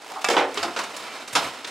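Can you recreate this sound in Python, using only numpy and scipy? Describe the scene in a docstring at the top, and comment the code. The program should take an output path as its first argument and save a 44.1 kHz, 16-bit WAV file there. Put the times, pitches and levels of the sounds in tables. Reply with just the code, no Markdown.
"""Two short creaks over faint room noise: a freezer drawer is pulled and its seal stretches.
The catch snaps, the door pops off the peeling seal with a thump, and its panel rings.
The rails knock and roll, the wire basket jiggles, and the drawer clunks against its stop,
shaking basket and frozen food. Each blow is a noisy clatter plus the modes of the struck part.
Heard close, slightly right, in a quiet kitchen."""
import sys
import numpy as np
from scipy import signal
from scipy.io import wavfile

SR = 44100
rng = np.random.default_rng(int(sys.argv[2]) if len(sys.argv) > 2 else 0)


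def to_wav(sig):
    """Store sig (one row per channel, or 1-D mono) as 16-bit WAV at the path in sys.argv[1].

    Samples outside -1..1 are clipped; the rate is SR.
    """
    pcm = np.clip(np.atleast_2d(sig), -1, 1) * 32767
    pcm = np.round(pcm).astype(np.int16)
    wavfile.write(sys.argv[1], SR, pcm.T)  # frames by channels


N = 74970

# Blows: catch letting go, door breaking free, rails and end stop. Event levels are relative.
# (time [s], level [dB], body [Hz], body boost [dB], clack [Hz], low-pass [Hz], base t60 [s])
CATCH_SNAPS = [(.2436, -8.5, 560, 7.5, 7660, 8100, 0.014), (.2474, -6.5, 300, -5, 1200, 6840, 0.021)]
DOOR_BLOWS = [(.2863, -3.5, 443, 6, 750, 8850, 0.038), (.2990, 0, 486, 7, 760, 8000, 0.25),
              (.3410, -5.5, 900, 6, 1310, 1680, 0.047), (.3660, 1, 940, 8, 3380, 2850, 0.073),
              (.3760, 2, 365, 5, 900, 3500, 0.2), (.3860, -2, 840, -5, 825, 1960, 0.12),
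              (.4100, -2.5, 276, -3.5, 546, 1950, 0.2)]
RAIL_KNOCKS = [(.5728, -9, 3200, 4, 3240, 5100, 0.09), (.6285, -8.5, 700, 9, 4900, 7400, 0.086),
               (.6440, -10, 310, 20.5, 760, 1450, 0.055), (.6790, -13.5, 313, 12, 1310, 1570, 0.074),
               (.7625, -8.5, 547, 9, 1470, 5400, 0.29), (.7890, -11.5, 860, 7, 1460, 8900, 0.085),
               (.8351, -16.5, 600, -10, 2346, 9050, 0.074), (1.3519, 0.5, 290, -5, 3520, 7540, 0.11),
               (1.3590, -4.5, 860, 8.5, 5200, 6300, 0.12), (1.6455, -14, 740, -30, 3530, 4900, 0.029)]
# Modes of catch, door panel, bin with wire basket (frequency [Hz], level [dB])
CATCH_MODES = [(1660, -3), (2310, 0), (2630, -1), (3600, -3), (5450, -7)]
DOOR_MODES = [(313, -7), (425, -3), (458, -3), (486, -1), (549, -4), (609, -6), (754, 1), (795, 0),
              (886, -1), (930, -2), (1330, -3), (1485, -5)]
BASKET_MODES = [(320, -15), (410, -10), (462, -10), (762, -3), (843, 2), (885, 0), (947, -1), (1146, -3),
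                (1227, -3), (1410, -3), (1642, -3), (2340, -4), (2628, -4), (3483, -3)]
# Hollow thuds (time [s], level [dB], frequency [Hz], t60 [s])
THUDS = [(.364, -53, 45, .12), (.292, -20, 470, .15), (.3, -22, 755, 0.13), (0.6, -48.5, 93, 0.44),
         (.573, -21.5, 415, .1), (1.333, -42, 130, 0.22), (1.357, -46, 91, 0.18), (1.450, -47.5, 86, 0.27),
         (1.446, -43, 147, 0.22)]
# Seal creaks (time [s], level [dB], pitch [Hz], rub time [s])
CREAKS = [(.108, -6, 823, .014), (.159, -3.5, 990, 0.021)]
# Plastic ticks (time [s], level [dB], low-pass [Hz], base t60 [s], slide time [s])
TICKS = [(0.217, -18, 5560, 0.069, 0.0014), (0.542, -22.5, 12000, 0.03, 0.0026),
         (.9640, -17, 9300, 0.067, 0.0043), (1.275, -17.5, 6900, 0.095, 0.007),
         (1.3275, -16.5, 15000, 0.08, 0.0077), (1.437, -20.5, 9000, 0.036, 0.011),
         (1.6700, -17, 6760, 0.15, 0.0065)]
# Basket jiggle (start [s], end [s], level [dB])
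RATTLE_SPAN = (1.04, 1.19, -29)
# Spectra; catch and seal peel share the rail's (frequency [Hz], density [dB])
DOOR_SPECTRUM = [(60, -36), (150, -23), (280, -2.5), (500, -1), (2500, -4), (4500, -8.5), (8000, -12.5),
                 (11000, -20.5), (16000, -26)]
RAIL_SPECTRUM = [(60, -42), (170, -12), (320, -7), (1200, 1), (2000, -3), (5000, -5.5), (8000, -8),
                 (11000, -16), (16000, -24)]
TICK_SPECTRUM = [(100, -23.5), (400, -3), (900, -6), (2000, -3.5), (4500, -7), (8500, -5), (12000, -12.5),
                 (16000, -19)]
ROLL_SPECTRUM = [(45, -41.5), (90, -15), (150, -13.5), (270, -2), (800, 0.5), (1500, 0), (3000, -6),
                 (5000, -8.5), (8000, -16), (11000, -23), (16000, -37)]
BACKGROUND_SPECTRUM = [(140, -29), (340, -1), (560, -5.5), (820, 2.5), (1150, -6), (1700, -7.5),
                       (4000, -13), (9000, -22), (16000, -52)]
# Envelopes of rollers with shifting load, peeling seal, quiet room background (time [s], level [dB])
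ROLL_ENVELOPE = [(.2, -43.5), (.5, -40), (.6, -35.5), (.74, -38.5), (.9, -37), (1.17, -36.5), (1.25, -42.5),
                 (1.33, -39), (1.45, -32), (1.6, -40.5), (1.7, -37)]
PEEL_ENVELOPE = [(0, -55), (.12, -46), (.25, -51), (.5, -80)]
BACKGROUND_ENVELOPE = [(0, -45), (.11, -43.5), (.22, -46), (1.7, -52.5)]
# Kitchen decay (frequency [Hz], t60 [s])
ROOM_T60 = [(300, 0.47), (1000, 0.29), (8000, 0.16), (15000, 0.36)]
# Stereo width (frequency [Hz], side gain [dB])
SIDE_GAIN = [(30, -14), (150, -40.5), (800, -13.5), (3000, -13), (8000, -8.5)]
# Stereo balance (frequency [Hz], left minus right [dB])
BALANCE = [(250, 0.04), (1000, -1.25), (6500, -3), (12000, -1)]

CLATTER_DB, CLATTER_RISE_S, RING_RISE_S = 20, .0004, .003
CLATTER_DAMPING_EXP, RING_DAMPING_EXP = .12, .49  # powers of frequency: highs die sooner
BODY_OCT, CLACK_OCT = .45, .15
CLACK_DB, CLACK_EXTRA_T60_S = 5.5, .0077  # narrow resonance of the struck spot
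CREAK_DEPTH_DB, CREAK_OCT, CREAK_BASE_T60_S = 34, .96, .04
RIPPLE_DB, RIPPLE_STEP_HZ = 2.6, 110
ROOM_DB, ROOM_RISE_S = -4.5, .011
CEILING_DB, BAND_LIMIT_HZ = 3, 15900


def blows(rows, spectrum, modes, ring_db, ring_t60_s, hold_s):
    """Each blow clatters with the body and clack of its spot and rings the whole part."""
    contacts, ringing = np.zeros((2, 2, N))
    for at_s, db, body_hz, body_db, clack_hz, lowpass_hz, t60_s in rows:
        clack = lambda f: bell(f, clack_hz, CLACK_OCT)
        spot_db = lambda f: body_db * bell(f, body_hz, BODY_OCT) + CLACK_DB * clack(f)
        gain_db = lambda f: db + lookup(spectrum, f) + spot_db(f)
        decay_s = lambda f: t60_s + CLACK_EXTRA_T60_S * clack(f)
        add(contacts, at_s, clatter(gain_db, lowpass_hz, decay_s, hold_s, CLATTER_RISE_S))
        add(ringing, at_s, amp(db + ring_db) * ring(modes, ring_t60_s, spot_db))
    return kitchen(contacts) + ringing


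def clatter(gain_db, lowpass_hz, base_t60_s, hold_s, rise_s):
    """One contact: quick rise, brief chatter, decay of crowded plastic and metal modes."""
    t = np.arange(SR // 2) / SR
    t60_s = lambda f: base_t60_s(f) * (2000 / (f + 300)) ** CLATTER_DAMPING_EXP
    burst = decaying_noise(t, t60_s, hold_s) * (1 - np.exp(-t / rise_s))
    burst = unit_energy(ripple(burst))
    return amp(CLATTER_DB) * shape(burst, lambda f: gain_db(f) - 10 * np.log10(1 + (f / lowpass_hz) ** 4))


def ring(modes, t60_s, spot_db):
    """Modes of a struck part, weighted by the spot hit; t60_s applies at 1 kHz."""
    t = np.arange(SR // 2) / SR
    rise = 1 - np.exp(-t / RING_RISE_S)
    out = np.zeros((2, len(t)))
    for hz, db in modes:
        tone = np.sin(2 * np.pi * (hz * t + [[0], [rng.random()]]))  # random side phase
        decay = amp(-60 * t / t60_s * (hz / 1000) ** RING_DAMPING_EXP)
        out += amp(db + spot_db(hz)) * unit_energy(tone * decay * rise)
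    return out / np.linalg.norm(amp([db for hz, db in modes]))


def thuds():
    """Cabinet, door and bin thud as single damped modes."""
    out = np.zeros((2, N))
    t = np.arange(SR // 2) / SR
    rise = 1 - np.exp(-t / RING_RISE_S)
    for at_s, db, hz, t60_s in THUDS:
        add(out, at_s, amp(db - 60 * t / t60_s) * np.sin(2 * np.pi * hz * t) * rise)
    return out


def seal_creaks():
    """The seal stretches in short, rough rubs before it lets go."""
    out = np.zeros((2, N))
    for at_s, db, hz, rub_s in CREAKS:
        gain_db = lambda f: db + CREAK_DEPTH_DB * (bell(f, hz, CREAK_OCT) - 1)
        add(out, at_s, clatter(gain_db, 2 * hz, lambda f: CREAK_BASE_T60_S, rub_s, RING_RISE_S / 2))
    return kitchen(out)


def ticks():
    """Handle, bin and packages tick and scrape; each contact swells as it slides."""
    out = np.zeros((2, N))
    for at_s, db, lowpass_hz, t60_s, slide_s in TICKS:
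        gain_db = lambda f: db + lookup(TICK_SPECTRUM, f)
        add(out, at_s, clatter(gain_db, lowpass_hz, lambda f: t60_s, slide_s, rise_s=.33 * slide_s))
    return kitchen(out)


def basket_rattle(taps_per_s, wire_hz, wire_db, ring_t60_s):
    """Basket wires jiggle in light, uneven taps as the drawer rolls."""
    out = np.zeros((2, N))
    start_s, end_s, db = RATTLE_SPAN
    spot_db = lambda f: wire_db * bell(f, wire_hz, BODY_OCT)
    for at_s in np.arange(start_s, end_s, 1 / taps_per_s):
        lag, strength = rng.random(2)
        tap = amp(db) * (.5 + strength) * ring(BASKET_MODES, ring_t60_s, spot_db)
        add(out, at_s + lag / taps_per_s, tap)
    return kitchen(out)


def grainy_noise(envelope, spectrum, hits_per_s, spread_db, grain_s, smooth_ratio):
    """Roll, peel or background: tiny uneven bursts over smooth noise; smooth_ratio is a power ratio."""
    t = np.arange(N) / SR
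    hits = (rng.random(N) < hits_per_s / SR) * amp(spread_db * np.minimum(rng.exponential(1, N), 3))
    power = signal.lfilter([1], [1, -np.exp(-1 / (grain_s * SR))], hits ** 2)
    grains = rng.standard_normal((2, N)) * np.sqrt(power / power.mean() + smooth_ratio)
    noise = shape(ripple(grains), lambda f: lookup(spectrum, f))
    return unit_energy(noise) * np.sqrt(N) * amp(np.interp(t, *np.transpose(envelope)))


def ripple(x):
    """Random gain over frequency, like the broad, damped resonances of a plastic part."""
    hz = np.arange(0, SR, RIPPLE_STEP_HZ)
    db = RIPPLE_DB * np.clip(rng.standard_normal(len(hz)), -2, 2) * hz / (hz + 500)
    return shape(x, lambda f: np.interp(f, hz, db))


def kitchen(x):
    """Adds the short tail of a small, hard room, fed by the mid channel."""
    t = np.arange(SR * 2 // 3) / SR
    rise = 1 - np.exp(-(t / ROOM_RISE_S) ** 2)
    tail = unit_energy(decaying_noise(t, lambda f: lookup(ROOM_T60, f)) * rise)
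    return x + amp(ROOM_DB) * signal.fftconvolve(x[:1], tail, axes=1)[:, :N]


def decaying_noise(t, t60_s, hold_s=0):
    """Dense modes as mid and side noise that holds, then decays per band."""
    hz, frame_s, bands = signal.stft(rng.choice([-1., 1.], (2, len(t))), SR, nperseg=128)
    decay = amp(-60 * np.maximum(frame_s - hold_s, 0) / t60_s(hz)[:, None])
    return signal.istft(bands * decay, SR, nperseg=128)[1][:, :len(t)]


def shape(x, gain_db):
    """Minimum-phase filter with response gain_db(f)."""
    hz = abs(np.fft.fftfreq(4096, 1 / SR))
    log_gain = np.log(amp(np.maximum(gain_db(hz), -100)))
    taps = np.fft.ifft(np.exp(np.conj(signal.hilbert(log_gain)))).real
    return signal.fftconvolve(np.atleast_2d(x), taps[None], axes=1)[:, :x.shape[-1]]


def bell(f, centre_hz, width_oct):
    """Log-frequency bell of height 1."""
    return np.exp(-(np.log2((f + 1) / centre_hz) / width_oct) ** 2)


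def lookup(table, f):
    """Interpolates on a log-frequency axis."""
    hz, value = np.transpose(table)
    return np.interp(np.log(f + 1), np.log(hz + 1), value)


def amp(db):
    """Decibels to gain."""
    return 10 ** (np.asarray(db) / 20)


def unit_energy(x):
    """Energy 1 per channel."""
    return x / np.sqrt(np.sum(x ** 2, -1, keepdims=True) + 1e-20)


def add(mix, at_s, sound):
    """Mixes a sound in place."""
    part = mix[:, round(at_s * SR):][:, :sound.shape[-1]]
    part += sound[..., :part.shape[1]]


def scene():
    """Sums all sources in mid and side, then decodes to left and right."""
    mix = blows(CATCH_SNAPS, RAIL_SPECTRUM, CATCH_MODES, ring_db=6.5, ring_t60_s=.16, hold_s=.0011)
    mix += blows(DOOR_BLOWS, DOOR_SPECTRUM, DOOR_MODES, ring_db=3, ring_t60_s=.2, hold_s=.0011)
    mix += blows(RAIL_KNOCKS, RAIL_SPECTRUM, BASKET_MODES, ring_db=0, ring_t60_s=.18, hold_s=.007)
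    mix += thuds() + seal_creaks() + ticks()
    mix += basket_rattle(taps_per_s=55, wire_hz=2420, wire_db=17, ring_t60_s=.15)
    mix += grainy_noise(ROLL_ENVELOPE, ROLL_SPECTRUM,
                        hits_per_s=490, spread_db=5, grain_s=.015, smooth_ratio=.067)
    mix += grainy_noise(BACKGROUND_ENVELOPE, BACKGROUND_SPECTRUM,
                        hits_per_s=270, spread_db=1.5, grain_s=.0015, smooth_ratio=.18)
    mix += grainy_noise(PEEL_ENVELOPE, RAIL_SPECTRUM,
                        hits_per_s=220, spread_db=3.5, grain_s=.0012, smooth_ratio=0)
    mid, side = mix[:1], shape(mix[1], lambda f: lookup(SIDE_GAIN, f))
    left = shape(mid + side, lambda f: lookup(BALANCE, f) / 2)
    right = shape(mid - side, lambda f: -lookup(BALANCE, f) / 2)
    return np.vstack([left, right])


def record(dry):
    """Soft clip, then low-pass."""
    ceiling = amp(CEILING_DB)
    lowpass = signal.firwin(511, BAND_LIMIT_HZ, window=("kaiser", 9), fs=SR)
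    return signal.oaconvolve(ceiling * np.tanh(dry / ceiling), lowpass[None], "same")


dry = scene()
out = record(dry)
to_wav(out)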